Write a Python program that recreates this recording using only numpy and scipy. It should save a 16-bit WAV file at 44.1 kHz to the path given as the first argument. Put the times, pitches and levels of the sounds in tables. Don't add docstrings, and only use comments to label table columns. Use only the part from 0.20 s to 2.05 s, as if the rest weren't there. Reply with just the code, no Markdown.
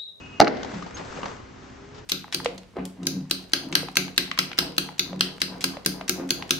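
import sys
import numpy as np
from scipy import signal
from scipy.fft import rfft, irfft
from scipy.io import wavfile

SR = 44100
rng = np.random.default_rng(int(sys.argv[2]) if len(sys.argv) > 2 else 0)


def to_wav(sig):
    pcm = np.clip(np.atleast_2d(sig), -1, 1) * 32767
    pcm = np.round(pcm).astype(np.int16)
    wavfile.write(sys.argv[1], SR, pcm.T)


N = 81585
T = np.arange(N) / SR
TOUCH_S, TOUCH_DB = 0.1983, -15.5
CATCH_S, CATCH_DB = 0.2018, 2.5
PREDELAY_S = 0.00909

# f/Hz, relative level/dB, t60/s
POCKET_MODES = [(125, -12.5, .02), (254, -3.5, 0.014), (660.5, 6, 0.015), (801, 4.5, 0.016),
                (1440, -7.5, 0.01), (2050, -10.5, 0.0081)]


def from_db(db):
    return 10 ** (np.asarray(db) / 20)


def unit_rms(x):
    return x / np.sqrt(np.mean(x ** 2) + 1e-20)


def at_hz(table, hz, column=1):
    table = np.array(table, float)
    return np.interp(np.log(hz + 1e-3), np.log(table[:, 0]), table[:, column])


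def pan(db):
    return from_db(np.array([[0.5], [-0.5]]) * db)


def low_pass(x, hz):
    return signal.sosfilt(signal.butter(14, hz, fs=SR, output="sos"), x)


def band_pass(x, low_hz, high_hz, order=2):
    return signal.sosfilt(signal.butter(order, [low_hz, high_hz], "band", fs=SR, output="sos"), x)


def convolve(x, response):
    return signal.fftconvolve(np.atleast_2d(x), response, axes=1)[:, :N]


def noise(spectrum):
    # f/Hz, channel correlation/1, left-right/dB
    stereo = [(60, 0.98, 0.5), (130, 0.93, 0.5), (284, 0.36, 1), (600, 0.03, .5), (1300, 0.13, 1.5),
              (2600, 0.56, 3), (6000, 0.44, 2)]
    hz = np.arange(N // 2 + 1) * SR / N
    mid, side = rfft(rng.standard_normal((2, N)))
    correlation = at_hz(stereo, hz)
    pair = np.sqrt(1 + correlation) * mid + np.sqrt(1 - correlation) * side * np.array([[1], [-1]])
    gain = from_db(at_hz(spectrum, hz)) * pan(at_hz(stereo, hz, column=2))
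    return unit_rms(irfft(pair * gain, N))


def drift(rate_per_s):
    return np.interp(T * rate_per_s, np.arange(600), rng.standard_normal(600))


def burst(start_s, rise_s, decay_s):
    age = np.maximum(T - start_s, 0)
    return (1 - np.exp(-age / rise_s)) * np.exp(-age / decay_s)


def struck(modes, start_s):
    age = np.maximum(T - start_s, 0)
    return sum((-1) ** k * from_db(db - 60 * age / t60_s) * np.sin(2 * np.pi * hz * age)
               for k, (hz, db, t60_s) in enumerate(modes))


def tone(hz, db, flutter, rate_per_s):
    phase = 2 * np.pi * np.cumsum(hz * np.ones(N)) / SR
    pair = [(1 + flutter * drift(rate_per_s)) * np.sin(phase)
            + flutter * drift(rate_per_s) * np.cos(phase) for _ in range(2)]
    return from_db(db) * np.array(pair)


def ventilation():
    # f/Hz, relative density/dB
    air = [(20, -18.5), (40, -8.5), (70, -1), (120, -3), (200, -5.5), (380, -8.5), (600, -15), (1300, -15),
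           (2200, -21.5), (3500, -27), (6500, -30), (8000, -41), (10000, -86.5)]
    # f/Hz, level/dB
    steady_hums = [(118.4, -55), (264, -52)]
    # t/s, f/Hz, level/dB
    wavering_hum = [(0, 380, -63), (1.301, 382.4, -58), (1.449, 387, -51), (1.52, 398.4, -66),
                    (1.622, 393.7, -47), (1.699, 410, -51.5), (1.85, 431, -48.5)]
    times_s, path_hz, path_db = np.transpose(wavering_hum)
    lines = [*steady_hums, (np.interp(T, times_s, path_hz), np.interp(T, times_s, path_db))]
    hums = sum(tone(hz, db, flutter=0.1, rate_per_s=10.8) for hz, db in lines)
    return from_db(-45.5) * noise(air) + hums


def metallic_ring():
    # f/Hz, level/dB
    partials = [(2546, -52), (2842, -53)]
    end_s, fade_s = 0.24, 0.053
    fade = np.clip((end_s - T) / fade_s, 0, 1)
    return fade * sum(tone(hz, db, flutter=1, rate_per_s=85) for hz, db in partials)


def hall_response():
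    # f/Hz, early level/dB, late level/dB, late t60/s
    diffuse = [(80, -27.5, -19, 1.0), (196, -8, -2.5, 1.35), (410, 1, -2.5, 1.2), (734, -24.5, -23.5, 0.97),
               (1280, -12, -2.5, 0.69), (2460, -16, -13.5, 2.7), (5000, -20, -15.5, 1.9),
               (8900, -18.5, -76, .4)]
    early_t60_s, build_s = 0.46, 0.0027
    edges_hz = 45 * 2 ** np.arange(0, 8.1, 0.5)
    white = [noise([(1, 0), (2, 0)]) for _ in range(2)]
    response = 0
    for k, (low_hz, high_hz) in enumerate(zip(edges_hz, edges_hz[1:])):
        centre_hz = np.sqrt(low_hz * high_hz)
        early_db, late_db, late_t60_s = (at_hz(diffuse, centre_hz, column) for column in (1, 2, 3))
        early = from_db(early_db) * unit_rms(burst(PREDELAY_S, build_s, early_t60_s / np.log(1000)))
        late = from_db(late_db) * unit_rms(burst(PREDELAY_S, build_s, late_t60_s / np.log(1000)))
        response += band_pass(white[k % 2] * np.hypot(early, late), low_hz, high_hz)
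    return response / np.sqrt(N)


def hall_resonance():
    # f/Hz, level/dB, t60/s
    modes = [(289.7, -18, .22), (322.8, -23, 0.24), (442.6, -18.5, 0.34), (505, -44, 0.38),
             (619, -26.5, 0.49), (700, -33, 0.45), (832, -30.5, 0.43)]
    return struck(modes, CATCH_S + PREDELAY_S)


def wall_echoes(x):
    # delay/s, level/dB, left-right/dB, low f/Hz, high f/Hz
    reflections = [(.0086, -16.5, 13.5, 300, 7850), (.0118, -12, -1, 300, 8300),
                   (.0165, -12.5, -19, 150, 2010), (.021, -21, 10, 900, 8000), (.023, -18.5, -1, 150, 480),
                   (.0305, -16.5, -26, 200, 520), (.0435, -21.5, 3, 1490, 7000),
                   (.0695, -11, 3, 1300, 2680), (.0763, -18.5, -1.5, 800, 6700)]
    scatter_db, scatter_s = -3, 0.0043
    echoes = 0
    for delay_s, db, pan_db, low_hz, high_hz in reflections:
        scatter = rng.standard_normal((2, N)) * burst(delay_s, scatter_s / 10, scatter_s)
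        response = from_db(scatter_db) * unit_rms(scatter) / np.sqrt(N)
        response[:, int(delay_s * SR)] += 1
        echoes += from_db(db) * pan(pan_db) * convolve(band_pass(x, low_hz, high_hz), response)
    return echoes


def scuffing():
    # t/s, level/dB
    levels = [(0, -48.5), (.3, -64.5), (.42, -49.5), (.5, -41.5), (.58, -40.5), (.66, -45), (.73, -47.5),
              (.78, -37.5), (.84, -41.5), (.9, -39), (.98, -37), (1.02, -40.5), (1.1, -37.5), (1.2, -50),
              (1.32, -60), (1.45, -48.5), (1.66, -60), (1.79, -49), (1.85, -80.5)]
    # f/Hz, relative density/dB
    spectrum = [(100, -5), (250, 2), (500, 0.5), (1400, -2.5), (2500, -11.5), (4000, -15.5), (6500, -16.5),
                (8000, -22.5), (10000, -72.5)]
    grains_per_s, grain_s, grain_depth = 83, 0.0016, 0.61
    flicks = (rng.random(N) < grains_per_s / SR) * rng.uniform(0, 2.3, N)
    grains = signal.lfilter([1], [1, -np.exp(-1 / (grain_s * SR))], flicks + 1e-18)
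    envelope = from_db(np.interp(T, *np.transpose(levels)))
    return envelope * unit_rms(noise(spectrum) * (1 + grain_depth * grains))


def shoe_squeak():
    start_s, length_s, edge_s = 0.7447, 0.017, 0.00047
    start_hz, rise_hz_per_s = 6330, 12000
    age = np.clip(T - start_s, 0, length_s)
    gate = np.clip(np.minimum(age, length_s - age) / edge_s, 0, 1)
    phase = 2 * np.pi * np.cumsum(start_hz + rise_hz_per_s * age) / SR
    return from_db(-38) * gate * np.sin(phase)


def hollow_bumps():
    # t/s, f/Hz, level/dB, decay/s
    knocks = [(0.367, 194, -27, 0.0053), (.534, 197, -23.5, .014), (.552, 178, -26, 0.026),
              (0.624, 1230, -24.5, 0.0037), (0.627, 186.5, -33.5, 0.017), (0.789, 169.6, -28, .014),
              (0.962, 150, -34.5, 0.029), (.987, 530, -23, 0.0041), (1.031, 2850, -25, 0.0016),
              (1.032, 784, -23.5, 0.0023), (1.038, 1140, -30, 0.0057), (1.056, 157, -27.5, 0.0046)]
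    return sum(from_db(db) * burst(t, 0.24 * decay_s, decay_s) * np.sin(2 * np.pi * hz * (T - t))
               for t, hz, db, decay_s in knocks)


def footwork():
    # t/s, thud/dB, slap/dB, click/dB, base decay/s
    contacts = [(.369, -37, -30, -38, 0.0059), (0.431, -37, -26, -28.5, 0.0038),
                (0.446, -41.5, -30.5, -37, 0.0072), (.538, -37.5, -35.5, -44, 0.016),
                (0.623, -42, -42, -41.5, 0.01), (.662, -50, -36, -48, 0.015),
                (0.768, -42, -40.5, -37, 0.017), (0.794, -55, -34, -71, 0.024),
                (0.97, -47, -33.5, -58, 0.018), (1.031, -34, -23, -39.5, 0.0049),
                (1.042, -39, -27, -47, 0.0047), (1.056, -40, -23, -36, .007),
                (1.078, -49, -41, -47, 0.0029), (1.428, -58, -56, -56, 0.01),
                (1.745, -69, -49, -50.5, 0.038), (1.78, -58, -51, -52.5, 0.016)]
    # f/Hz, relative density/dB
    floor = [(40, -28), (100, -7), (180, 9), (260, 4), (450, -14), (1000, -45.5)]
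    sole = [(150, -11.5), (450, 0.5), (800, 3), (1250, -4), (2000, -13), (3000, -18), (6000, -62)]
    cleat = [(600, 1.5), (1600, -11.5), (3000, 3), (5000, 0.5), (7000, -6.5), (9000, -33), (12000, -66)]
    slap_rise_s = 0.00057
    thud = slap = click = 0
    for t, thud_db, slap_db, click_db, decay_s in contacts:
        thud += from_db(thud_db) * burst(t, slap_rise_s * 2, decay_s * 1.26)
        slap += from_db(slap_db) * burst(t, slap_rise_s, decay_s)
        click += from_db(click_db) * burst(t, slap_rise_s / 2, decay_s)
    return thud * noise(floor) + slap * noise(sole) + click * noise(cleat)


def radiated_catch():
    pop = from_db(CATCH_DB) * struck(POCKET_MODES, CATCH_S)
    impulse = signal.unit_impulse(N, int(CATCH_S * SR)) + 1e-18
    return pop + from_db(15.5) * band_pass(impulse, low_hz=1130, high_hz=6000, order=5)


def mitt(start_s, db):
    # f/Hz, relative density/dB
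    spectrum = [(300, -17.5), (1100, 11), (2000, 1.5), (3000, -1.5), (3800, -9), (4500, 8), (5200, -5.5),
                (6000, 3), (7000, -14.5), (8200, -16), (10000, -28.5), (15000, -64)]
    envelope = np.e * burst(start_s, rise_s=0.0014, decay_s=0.00096)
    crack = from_db(-1) * envelope * unit_rms(noise(spectrum).mean(axis=0))
    return from_db(db) * (struck(POCKET_MODES, start_s) + crack)


def scene():
    catch = mitt(TOUCH_S, TOUCH_DB) + mitt(CATCH_S, CATCH_DB)
    feet, bumps = footwork(), hollow_bumps()
    hall_send = radiated_catch() + from_db(-2) * feet + from_db(-3.5) * bumps
    hall = convolve(hall_send, hall_response()) + hall_resonance()
    catcher = pan(db=1.34) * (feet + bumps + scuffing() + shoe_squeak())
    echoes = wall_echoes(catch)
    background = ventilation() + metallic_ring()
    return catch + echoes + low_pass(hall + catcher + background, hz=8400)


def record(dry):
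    ceiling, hardness, stopband_hz = 0.98, 4, 15350
    dull = low_pass(dry, hz=10300)
    clipped = dull / (1 + np.abs(dull / ceiling) ** hardness) ** (1 / hardness)
    return signal.sosfilt(signal.cheby2(12, 60, stopband_hz, fs=SR, output="sos"), clipped)


dry = scene()
out = record(dry)
to_wav(out)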